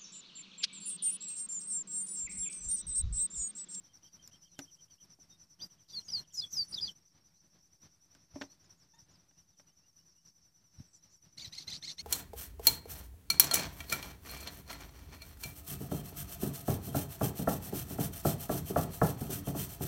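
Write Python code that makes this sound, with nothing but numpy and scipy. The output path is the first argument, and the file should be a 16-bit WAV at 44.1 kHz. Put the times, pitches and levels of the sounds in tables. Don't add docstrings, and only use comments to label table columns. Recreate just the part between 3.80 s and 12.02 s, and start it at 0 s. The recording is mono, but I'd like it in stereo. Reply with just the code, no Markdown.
import sys
import numpy as np
from scipy import signal
from scipy.fft import rfft, irfft, next_fast_len
from scipy.io import wavfile
from scipy.ndimage import uniform_filter1d, minimum_filter1d, map_coordinates

SR = 44100
rng = np.random.default_rng(int(sys.argv[2]) if len(sys.argv) > 2 else 0)


def convert_level_to_amplitude(level_db):
    exponent = np.asarray(level_db, float) / 20
    return 10 ** exponent


def persist_wave(psi):
    counts = np.round(np.clip(psi, -1, 1) * 32767).astype(np.int16)
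    wavfile.write(sys.argv[1], SR, np.atleast_2d(counts).T)


N = 362502


def unit(x):
    return x / np.sqrt(np.mean(x ** 2) + 1e-20)


def wobble(rate, count=N):
    points = rng.standard_normal(int(count * rate / SR) + 4)
    return map_coordinates(points, [np.arange(count) * rate / SR])


def filtered(x, response):
    m = next_fast_len(N + 8192)
    return irfft(rfft(x, m) * response(np.fft.rfftfreq(m, 1 / SR)), m)[..., :N]


def noise(points):
    f, db = np.transpose(points)
    shape = lambda hz: convert_level_to_amplitude(np.interp(np.log(hz + 1), np.log(f), db))
    return unit(filtered(rng.standard_normal(N), shape))


def streaky(x, depth_db):
    z = signal.stft(x, nperseg=256)[2]
    field = uniform_filter1d(rng.standard_normal(z.shape), size=24, axis=1)
    return unit(signal.istft(z * convert_level_to_amplitude(depth_db * unit(field)), nperseg=256)[1][:N])


def add(track, s, x):
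    part = track[max(round(s * SR), 0):][:len(x)]
    part += x[:len(part)]


def ramp(length_s):
    return np.linspace(0, 1, round(length_s * SR))


def tone(hz, partials, flutter_db, fuzz):
    count = len(hz)
    unsteady_hz = hz * (1 + fuzz * wobble(504.6, count=count))
    phase = 2 * np.pi * np.cumsum(unsteady_hz) / SR + 2 * np.pi * rng.random()
    wave = sum(convert_level_to_amplitude(db) * np.sin(k * phase) * (k * hz < SR / 2) for k, db in partials)
    return np.sqrt(2) * convert_level_to_amplitude(flutter_db * wobble(221, count=count)) * wave


# time in seconds, level in dB.
WIND_LEVEL = [(0.0, -70.5), (.6, -72.5), (1.3, -73.5), (1.9, -72), (2.3, -72), (3.0, -71), (3.6, -72),
              (4.4, -71), (5.1, -68.5), (5.6, -72), (6.2, -73), (6.8, -73.5), (7.3, -71), (8.22, -73)]
# frequency in Hz, level in dB per Hz.
WIND_COLOUR = [(15, -38), (25, -9), (103, -4), (135, -8), (165, -1), (235, -14.5), (334, -14), (436, -23),
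               (557, -21), (1930, -25.5), (2940, -29), (5000, -25), (6500, -42), (11000, -120)]


def wind():
    s, db = np.transpose(WIND_LEVEL)
    level_db = np.interp(np.arange(N) / SR, s, db) + 13.5 + 2.68 * wobble(17)
    return convert_level_to_amplitude(level_db) * noise(WIND_COLOUR)


# frequency in Hz, width in Hz, level in dB.
CHORUS = [(4600, 410, -13), (5470, 320, 0), (5856, 540, -0.5), (5970, 77, -0.5)]


def insect_chorus():
    hum = lambda f: sum(convert_level_to_amplitude(db) / (1 + ((f - hz) / (width / 2)) ** 2) for hz, width, db in CHORUS)
    return convert_level_to_amplitude(-60 + 3.5 * wobble(25)) * unit(filtered(rng.standard_normal(N), hum))


# frequency in Hz, level in dB per Hz.
HISS = [(20, -8), (300, -10), (4000, -16), (7000, 3.5), (13000, 1.5), (16000, -0.5)]


def preamp_hiss(gain_db):
    wide = np.clip(1 + gain_db / 10, 0, 1)
    steady = np.sqrt(1 - wide ** 2) * streaky(noise(HISS), depth_db=2.5)
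    return convert_level_to_amplitude(-66) * (wide * streaky(noise(HISS), depth_db=8.5) + steady)


# frequency in Hz, level in dB per Hz.
IDLE_HISS = [(20, 0), (150, -2), (1000, -2), (6000, -3), (11000, -1.5), (16000, -5)]


def idle_channel(gain_db):
    return convert_level_to_amplitude(1.18 * gain_db - 70.5) * noise(IDLE_HISS)


# first chirp in seconds, period in seconds, start in Hz, end in Hz, level in dB before the gate.
FAR_CRICKETS = [(.045, .0992, 5720, 5460, -54), (.025, .0985, 6080, 6180, -59),
                (.08, .0974, 4760, 4720, -68)]


def far_crickets():
    out, u = np.zeros(N), ramp(.0357)
    for first, period, start_hz, end_hz, db in FAR_CRICKETS:
        pitch = start_hz + (end_hz - start_hz) * u
        for s in np.arange(first, N / SR, period):
            level = convert_level_to_amplitude(db - 2 + rng.normal(0, 1.5))
            chirp = tone(pitch, [(1, .0026)], flutter_db=3, fuzz=.0079)
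            add(out, s - .017, level * np.sin(np.pi * u) ** .93 * chirp)
    return out


def background(gain_db):
    steady = insect_chorus() + far_crickets() + preamp_hiss(gain_db)
    return convert_level_to_amplitude(.82 * gain_db) * wind() + convert_level_to_amplitude(gain_db) * steady


# time in seconds, lag behind the beat in milliseconds, level in dB.
NEAR_CRICKET = [(0, 0.5, -59.5), (.35, 1.5, -52.5), (.6, -4, -58.5), (0.901, 2, -51.5), (1.25, 2, -53.5),
                (1.52, 0.5, -56.5), (1.62, 9.5, -56), (1.95, 19, -59), (2.201, 9.5, -62.5), (3.17, 4, -62),
                (3.27, 6.5, -65.5), (3.75, -1, -64.5), (3.95, -2, -62.5), (4.902, -1, -64.5),
                (6.6, 0, -64.5), (7.05, 0, -60), (7.439, -1.5, -58), (7.55, -0.5, -64.5)]
# time in seconds, extra level in dB.
ACCENTS = [(4.037, 6), (4.716, 6), (4.906, 4.5), (5.198, 4), (5.593, 5.5), (5.79, 4.5), (6.174, 6.5),
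           (6.273, 3), (6.466, 7.5)]


def near_cricket():
    out, u, v = np.zeros(N), ramp(.036), ramp(.017)
    period_s = .09717
    beat = np.arange(.054, N / SR - .05, period_s)
    when, lag_ms, level_db = np.transpose(NEAR_CRICKET)
    chirp_s = beat + np.interp(beat, when, lag_ms) / 1e3
    accent_db = sum(db * (abs(beat - s) < period_s / 2) for s, db in ACCENTS)
    chirp_db = np.interp(beat, when, level_db) + accent_db + .88 * rng.standard_normal(len(beat))
    arch_hz = 5990 - 260 * (1 - u) ** 3 - 120 * u ** 4
    strokes = np.sin(3 * np.pi * v) ** 2 * (1 - v)
    for s, db in zip(chirp_s, chirp_db):
        body = tone(arch_hz, [(1, .5), (2, -26.5)], flutter_db=2.5, fuzz=.0012)
        add(out, s - .019, convert_level_to_amplitude(db + 1.5) * np.sin(np.pi * u) ** .67 * body)
        tail = tone(5800 - 400 * v, [(1, .0019)], flutter_db=2, fuzz=.012)
        add(out, s + .013, convert_level_to_amplitude(db + 5) * strokes * tail)
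    return out


def bent_notes(notes):
    out = np.zeros(N)
    for s, length, hz, db in notes:
        u = ramp(length)
        pitch = np.polyval(np.polyfit([0, .5, 1], hz, 2), u)
        swell = np.abs(np.sin(np.pi * u)) ** .6
        add(out, s, convert_level_to_amplitude(db - 2) * swell * tone(pitch, [(1, 0)], flutter_db=2.5, fuzz=.005))
    return out


def far_glides(rows, halfway):
    return bent_notes([(s, length, (a, a + halfway * (b - a), b), db) for s, length, a, b, db in rows])


# start in seconds, length in seconds, start in Hz, end in Hz, level in dB.
WHISTLES = [(0.038, 0.045, 3000, 4500, -71), (0.236, 0.13, 4750, 4400, -74), (0.514, 0.16, 5620, 4820, -66),
            (.66, 0.12, 4490, 3270, -73.5), (1.098, 0.048, 4700, 4100, -67),
            (1.499, 0.065, 3696, 3710, -60), (3.55, 0.043, 4000, 4550, -74),
            (4.152, 0.044, 5100, 4600, -81), (5.713, .06, 3900, 2930, -80), (6.965, 0.057, 3960, 4030, -74),
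            (7.128, 0.27, 3940, 4600, -81), (7.06, .095, 7800, 7800, -81), (7.131, 0.042, 7950, 6500, -69),
            (7.294, 0.072, 6600, 7560, -69)]


def far_whistles():
    return far_glides(WHISTLES, halfway=.3)


# start in seconds, length in seconds, level in dB.
PEEPS = [(0.082, 0.041, -68), (0.242, 0.04, -59.5), (0.385, 0.049, -62), (0.531, 0.028, -57.5),
         (.648, 0.029, -61), (0.761, 0.026, -62.5), (0.873, 0.026, -59), (0.985, 0.021, -63),
         (1.096, 0.016, -62.5), (1.198, 0.016, -61.5)]
# time in seconds, level in dB.
FLICKS = [(1.9, -71), (1.98, -70), (2.05, -75), (2.204, -61.5), (2.286, -55), (2.364, -54), (2.435, -63),
          (2.505, -64)]


def peep_run():
    out = bent_notes([(s, length, (3020, 3170, 3000), db) for s, length, db in PEEPS])
    u = ramp(.0146)
    arch = np.sin(np.pi * u)
    for s, length, db in PEEPS + [(s + .014, 0, db + 4.5) for s, db in FLICKS]:
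        up = tone(2600 + 900 * u, [(1, 0)], flutter_db=1.5, fuzz=.005)
        down = tone(3700 - 1000 * u, [(1, 0)], flutter_db=1.5, fuzz=.005)
        add(out, s - .02, convert_level_to_amplitude(db - 8) * arch * up)
        add(out, s + length - .006, convert_level_to_amplitude(db - 5) * arch * down)
    return out


def ring(modes, t):
    out = np.zeros(len(t))
    for hz, db, t60 in modes:
        fade = convert_level_to_amplitude(db + rng.normal(0, 1.2) - 60 * t / t60)
        out += fade * np.sin(2 * np.pi * hz * rng.normal(1, .012) * t) * rng.choice([-1, 1])
    return out


# time in seconds, then the levels of wood, wire and tick in dB.
KNOCKS = [(0.476, -90, -67, -47), (0.791, -39, -42.5, -44), (1.388, -61, -93, -88), (4.031, -82, -87, -74),
          (4.35, -62, -60.5, -56), (4.543, -60, -72, -100), (4.558, -41, -67, -86), (4.56, -40, -62, -100),
          (4.613, -36.5, -44, -92), (4.618, -62, -38.5, -100), (4.624, -44.5, -50, -74),
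          (4.637, -48.5, -57, -100), (4.659, -74, -74, -88), (4.843, -96, -70, -71), (5.511, -70, -71, -92),
          (5.797, -59, -61, -67), (6.997, -61, -70, -79)]
# frequency in Hz, level in dB, seconds to fade by 60 dB.
WOOD = [(278.5, -0.5, 0.13), (363, -12, 0.1), (600, -5, 0.056), (784, -1.5, 0.018), (1060, -27, 0.084)]
# frequency in Hz, level in dB, seconds to fade by 60 dB.
WIRE = [(1552, 4.5, 0.022), (1880, 1, 0.011), (2950, -3.5, 0.029), (3560, 1.5, 0.015), (4400, 3.5, 0.012)]
# frequency in Hz, level in dB, seconds to fade by 60 dB.
LATCH = [(5190, -5.5, 0.015), (7200, 4.5, 0.0047), (11820, -14, 0.028)]


def knocks():
    nail, fingertip, t = np.zeros(N), np.zeros(N), np.arange(round(.15 * SR)) / SR
    for s, wood_db, wire_db, tick_db in KNOCKS:
        crack = convert_level_to_amplitude(wire_db + 12.5 - 60 * t / .044) * uniform_filter1d(rng.standard_normal(len(t)), size=4)
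        rattle = convert_level_to_amplitude(wood_db + 7 - 60 * t / .13) * uniform_filter1d(rng.standard_normal(len(t)), size=30)
        tick = convert_level_to_amplitude(tick_db + 14.5) * (1 - np.exp(-t / .00017)) * ring(LATCH, t)
        body = convert_level_to_amplitude(wood_db + 5) * ring(WOOD, t) + convert_level_to_amplitude(wire_db + .5) * ring(WIRE, t)
        add(nail if s < 1 else fingertip, s, body + tick + crack + rattle)
    soft_hz, thin_hz = 1720, 500
    touch = lambda hz: 1.54 / (1 + 1j * hz / soft_hz) * 1j * hz / (thin_hz + 1j * hz)
    return nail + filtered(fingertip, touch)


def contour(rows, gain_db):
    s, hz, db = np.transpose(rows)
    t = np.arange(s[0], s[-1], 1 / SR)
    smooth = lambda v: uniform_filter1d(np.interp(t, s, v), size=130, mode="nearest")
    return t, smooth(hz), convert_level_to_amplitude(smooth(db) + gain_db)


def arched(rows, ease):
    notes = []
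    for s, length, start_hz, end_hz, db in rows:
        u = ramp(length)
        pitch = end_hz + (start_hz - end_hz) * (1 - u) ** ease
        arch = np.sin(np.pi * (np.arange(len(u)) + .5) / len(u)) ** .91
        notes.append((s + length * u, pitch, convert_level_to_amplitude(db) * arch))
    return notes


def voice(notes, partials, blurred, flutter_db, fuzz, air_db, air, octave_db):
    out = np.zeros(N)
    for t, pitch, swell in notes:
        edge = signal.windows.tukey(len(t), .15)
        flow = swell.max() * (swell / swell.max()) ** .236
        breath = convert_level_to_amplitude(air_db) * air[round(t[0] * SR):][:len(t)]
        breath = breath + (pitch / 5000) ** 2.8 * tone(pitch, blurred, flutter_db=5, fuzz=.035)
        breath += tone(pitch, [(2, octave_db)], flutter_db=4.5, fuzz=.006)
        ragged = convert_level_to_amplitude(-20) * tone(pitch, [(1, 0)], flutter_db=4.5, fuzz=.04)
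        add(out, t[0], edge * swell * (tone(pitch, partials, flutter_db, fuzz) + ragged))
        add(out, t[0], edge * flow * breath)
    return out


# start in seconds, length in seconds, start in Hz, end in Hz, level in dB.
RISES = [
    (1.792, 0.04, 2760, 4000, -53),
    (2.605, 0.033, 3780, 4620, -39.5),
    (2.921, 0.028, 4330, 5350, -39.5),
    (2.94, 0.015, 3980, 5260, -30),
    (3.007, 0.013, 4060, 5370, -37),
]
# start in seconds, length in seconds, start in Hz, end in Hz, level in dB.
FALLS = [
    (2.128, 0.027, 3580, 3270, -50.5),
    (2.238, 0.063, 6730, 6030, -54.5),
]
# time in seconds, pitch in Hz, level in dB.
HELD = [
    [(1.808, 4330, -62), (1.82, 4700, -49.5), (1.834, 4897, -44.5), (1.848, 4790, -48), (1.856, 4900, -56)],
    [(2.281, 5224, -59), (2.287, 4980, -44.5), (2.295, 4830, -48.5), (2.31, 4785, -59)],
    [(3.017, 4660, -45), (3.027, 4980, -34.5), (3.043, 4800, -36), (3.054, 4840, -39)],
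]
# time in seconds, pitch in Hz, level in dB.
GLIDES = [
    [(2.124, 4800, -62), (2.148, 4660, -46), (2.18, 4250, -40.5), (2.192, 4190, -42), (2.198, 4199, -55)],
    [(2.296, 5940, -49), (2.306, 5650, -44.5), (2.314, 5480, -57), (2.324, 5380, -45), (2.34, 4890, -36),
     (2.36, 4480, -36), (2.38, 4210, -41.5), (2.396, 4200, -43.5), (2.407, 4214, -50)],
    [(2.537, 6220, -58), (2.551, 5890, -44), (2.567, 5300, -54.5), (2.577, 5150, -41), (2.599, 4995, -32),
     (2.609, 4910, -42)],
    [(2.722, 6260, -52), (2.73, 6100, -44.5), (2.74, 5820, -37), (2.756, 5320, -49), (2.774, 5020, -35.5),
     (2.792, 4750, -32), (2.828, 4537, -37), (2.837, 4470, -33)],
]
# time in seconds, pitch in Hz, level in dB.
LOW = [
    [(2.619, 3478, -53), (2.631, 3487, -43.5), (2.643, 3401, -41), (2.651, 3382, -46.5), (2.66, 3248, -54)],
    [(2.953, 3966, -50), (2.967, 3921, -49), (2.981, 3583, -42), (2.991, 3302, -37), (2.995, 3323, -60),
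     (3.001, 3487, -41), (3.005, 3485, -54)],
    [(3.077, 3451, -45), (3.083, 3422, -43), (3.089, 3289, -45), (3.097, 3034, -46), (3.103, 3039, -56)],
]
# time in seconds, pitch in Hz, level in dB.
THIN = [(2.883, 9100, -67), (2.889, 9100, -58.5), (2.907, 9732, -66), (2.915, 9584, -51),
        (2.921, 9360, -57.5), (2.925, 9306, -72)]
# frequency in Hz, level in dB per Hz.
SIBILANCE = [(2500, -24), (4000, -4), (5500, 1.5), (6900, -16), (7700, -6.5), (9000, -30), (12000, -6.5),
             (16000, -23)]


def song():
    notes = [contour(rows, 6) for rows in GLIDES + HELD + LOW + [THIN]]
    notes += arched(RISES, ease=1.42) + arched(FALLS, ease=.66)
    return voice(notes, partials=[(1, 1.8), (2, -47), (3, -35)], blurred=[(1.25, -39.5), (2, -37), (3, -44)],
                 flutter_db=1.3, fuzz=.005, air_db=-30,
                 air=streaky(noise(SIBILANCE), depth_db=6), octave_db=-33)


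def rasps(rows):
    out = np.zeros(N)
    for s, length, hz, width_hz, db in rows:
        t = np.arange(round(1.67 * length * SR)) / SR
        f = np.fft.rfftfreq(len(t), 1 / SR)
        resonance = f / (1 + ((f - hz) / width_hz) ** 2) ** 1.24
        puff = unit(irfft(rfft(rng.standard_normal(len(t))) * resonance, len(t)))
        chops = .72 + np.sin(np.pi * 210 * t) ** 2
        add(out, s - .82 * length, convert_level_to_amplitude(db) * np.hanning(len(t)) ** .44 * chops * puff)
    return out


# centre in seconds, length in seconds, pitch in Hz, width in Hz,
# level in dB.
SONG_RASPS = [(2.107, 0.032, 4500, 950, -54.5), (2.565, 0.051, 6900, 440, -49),
              (2.715, 0.017, 6400, 600, -57), (2.75, 0.061, 6200, 500, -45.5), (2.74, .04, 13000, 900, -56),
              (2.56, .035, 13000, 1000, -64), (2.92, 0.034, 8000, 700, -61), (3.066, 0.029, 4400, 352, -41)]


def song_rasps():
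    return rasps(SONG_RASPS)


# time in seconds, pitch in Hz, level in dB.
THUMPS = [(2.371, 108, -45.5), (2.599, 90, -47.5), (2.818, 90, -43), (4.548, 90, -38), (5.229, 107, -46),
          (6.99, 83.5, -36), (7.004, 158, -32), (7.012, 95.5, -37.5), (7.68, 92, -37.5), (7.932, 100, -41)]


def thumps():
    out, t = np.zeros(N), np.arange(round(.15 * SR)) / SR
    for s, hz, db in THUMPS:
        u = hz * (t - .02)
        add(out, s - .02, convert_level_to_amplitude(db) * np.cos(2 * np.pi * u) * np.exp(-(2.03 * u) ** 2))
    return out


# start in seconds, length in seconds, start in Hz, end in Hz, level in dB.
PIPES = [(4.672, 0.075, 4070, 4380, -67), (5.561, .06, 2620, 3080, -75), (5.865, 0.067, 2620, 3100, -75),
         (6.015, 0.061, 2620, 2880, -77), (6.17, 0.07, 2660, 3020, -77), (6.355, .07, 2700, 2980, -80)]


def far_pipes():
    return far_glides(PIPES, halfway=.72)


# up note in seconds, its level in dB, down note in seconds, its level in dB.
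TWEETS = [(4.83, -70, 4.842, -60), (4.975, -68, 5.012, -61), (5.14, -67.5, 5.18, -59),
          (5.304, -67, 5.338, -58)]


def far_tweets():
    notes = []
    for up_s, up_db, down_s, down_db in TWEETS:
        notes.append((up_s, .027, (6400, 6820, 7050), up_db))
        notes.append((down_s, .027, (5380, 5310, 4500), down_db))
    return bent_notes(notes)


# start in seconds, length in seconds, start in Hz, end in Hz, level in dB.
WADER = [
    (5.134, 0.022, 876, 923, -65),
    (5.152, 0.054, 923, 925, -69.5),
]


def wader():
    out = np.zeros(N)
    partials = [(1, 2.5), (2, -5), (3, -15), (4, -7)]
    for s, length, start_hz, end_hz, db in WADER:
        u = ramp(length)
        call = tone(start_hz + (end_hz - start_hz) * u, partials, flutter_db=2, fuzz=.004)
        add(out, s, convert_level_to_amplitude(db) * np.sin(np.pi * u) ** .69 * call)
    return out


# centre in seconds, length in seconds, pitch in Hz, width in Hz, level in dB.
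FAR_RASPS = [
    (7.1, .06, 7900, 300, -78),
    (7.155, 0.037, 7200, 600, -66),
    (7.34, 0.062, 7200, 600, -76),
]


def far_rasps():
    return rasps(FAR_RASPS)


# time in seconds, second harmonic in Hz, level in dB.
STROKES = [
    [(7.573, 3940, -73), (7.577, 4040, -55.5), (7.583, 4365, -45), (7.591, 4694, -62), (7.593, 4830, -50),
     (7.6, 4757, -59)],
    [(7.722, 4070, -70), (7.728, 3890, -46), (7.736, 4120, -48.5), (7.746, 4460, -59), (7.752, 4970, -50),
     (7.757, 4924, -54)],
    [(7.773, 4090, -59), (7.779, 4110, -46), (7.785, 4310, -44.5), (7.796, 4360, -58)],
    [(7.871, 3840, -62), (7.881, 4140, -43), (7.893, 4303, -48), (7.897, 4555, -57), (7.901, 4911, -47),
     (7.908, 4991, -54)],
    [(7.922, 4080, -50), (7.93, 4014, -45), (7.938, 4460, -46), (7.946, 4421, -56)],
    [(8.024, 3670, -47), (8.032, 4140, -49.5), (8.048, 4360, -46), (8.056, 5060, -52), (8.059, 5017, -59)],
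    [(8.073, 4037, -49), (8.079, 4056, -45.5), (8.089, 4370, -45), (8.097, 4375, -50)],
    [(8.18, 3680, -51), (8.188, 4200, -50.5), (8.196, 4276, -43.5), (8.204, 4420, -41.5),
     (8.216, 4500, -56.5)],
]
# time in seconds, second harmonic in Hz, level in dB.
SAGS = [
    [(7.617, 4621, -61), (7.623, 4490, -48.5), (7.642, 4480, -55)],
    [(7.644, 4080, -49), (7.652, 4110, -44), (7.66, 3870, -50), (7.666, 3802, -50)],
]
# frequency in Hz, level in dB per Hz.
BREATH = [(1200, -18), (2500, 4), (4000, 6), (6800, -10.5), (8000, -17), (10000, -31), (13000, -8),
          (16000, -17)]


def harsh_calls():
    notes = []
    for rows in STROKES:
        t, pitch, swell = contour(rows, 7.5)
        notes.append((t, pitch * (1 - .123 * np.exp(-(t - t[0]) / .00254)), swell))
    notes += [contour(rows, 7.5) for rows in SAGS]
    return voice(notes, partials=[(.5, -14), (1, -.5), (1.5, -9.5), (2, -23)],
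                 blurred=[(.75, -29), (1.25, -14), (2, -27), (2.5, -27)], flutter_db=2.5, fuzz=.011,
                 air_db=-15, air=streaky(noise(BREATH), depth_db=2), octave_db=-30)


# centre in seconds, length in seconds, level in dB.
CALL_RASPS = [(7.608, 0.021, -43.5), (7.672, 0.026, -48), (7.762, 0.021, -47), (7.81, 0.044, -45),
              (7.913, 0.014, -41.5), (7.952, .038, -40), (8.065, 0.027, -44), (8.108, 0.025, -38)]


def call_rasps():
    centre_hz, width_hz, snap_s = 4243, 1420, .0055
    out = rasps([(s, length, centre_hz, width_hz, db - 4.5) for s, length, db in CALL_RASPS])
    u = ramp(snap_s)
    partials = [(.5, -22), (1, 0), (1.5, -13), (2, -24)]
    for s, length, db in CALL_RASPS:
        for start in np.arange(s - .54 * length, s + .35 * length, 1.1 * snap_s):
            pitch = centre_hz * rng.normal(1, .07) * (1 + .26 * (u - .5))
            level = convert_level_to_amplitude(db + .5 + rng.normal(0, 1.5))
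            add(out, start, level * np.sin(np.pi * u) * tone(pitch, partials, flutter_db=2.5, fuzz=.02))
    return out


def box(x):
    t = np.arange(round(.12 * SR)) / SR
    tail = rng.standard_normal(len(t)) * convert_level_to_amplitude(-60 * t / .085) * (t > .0015)
    return signal.fftconvolve(x, tail / np.linalg.norm(tail))[:N]


# incoming level in dB, gain in dB.
GATE = [(-67, -12), (-59.5, -7.5), (-46.5, -0.5), (-36, 5)]


def gate_db(x):
    power = np.abs(uniform_filter1d(filtered(x, lambda hz: hz / (hz + 500)) ** 2, size=700))
    held = -minimum_filter1d(-power, size=900, origin=300)
    return uniform_filter1d(np.interp(10 * np.log10(held + 1e-12), *np.transpose(GATE)), size=300)


def scene():
    bird = song() + song_rasps() + harsh_calls() + call_rasps()
    far = far_whistles() + peep_run() + far_pipes() + far_tweets() + wader() + far_rasps()
    cage = bird + convert_level_to_amplitude(-13) * box(bird + 1.5 * far) + knocks() + thumps()
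    closed_db = GATE[0][1]
    cricket_lift = convert_level_to_amplitude(.7 * (gate_db(cage) - closed_db))
    near = cage + far + cricket_lift * near_cricket()
    gain_db = gate_db(near)
    return np.array([idle_channel(gain_db), near + background(gain_db)])


# frequency in Hz, readiness in standard deviations.
DROPOUT = [(3000, -4.5), (6500, -2.6), (8500, -1.9), (13500, -1.6), (14300, -1.1), (14800, .4)]


def treble_dropouts(x):
    hz, _, z = signal.stft(x, SR, nperseg=512)
    patches = uniform_filter1d(rng.standard_normal(z.shape[1:]), size=8, axis=0)
    chance = unit(uniform_filter1d(patches, size=14, axis=1))
    right = np.abs(z[1])
    top = right.max(axis=0) + 1e-6
    ready = np.interp(hz, *np.transpose(DROPOUT))[:, None]
    loudness = .035 * (20 * np.log10(top) + 65)
    drop = 1 / (1 + np.exp(-6 * (chance + ready + loudness)))
    weak = (right < convert_level_to_amplitude(-30) * top) | (hz > 6500)[:, None]
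    return signal.istft(z * convert_level_to_amplitude(-32 * drop * weak), SR, nperseg=512)[1][:, :N]


def roll_off(x):
    return signal.sosfilt(signal.butter(12, 15770, fs=SR, output="sos"), x)


def record(dry):
    coloured = filtered(dry, lambda hz: (hz < 14780) * hz ** 2 / (hz ** 2 + 45 ** 2)) - .00015
    mix = treble_dropouts(coloured)
    return roll_off(mix)


dry = scene()
out = record(dry)
persist_wave(out)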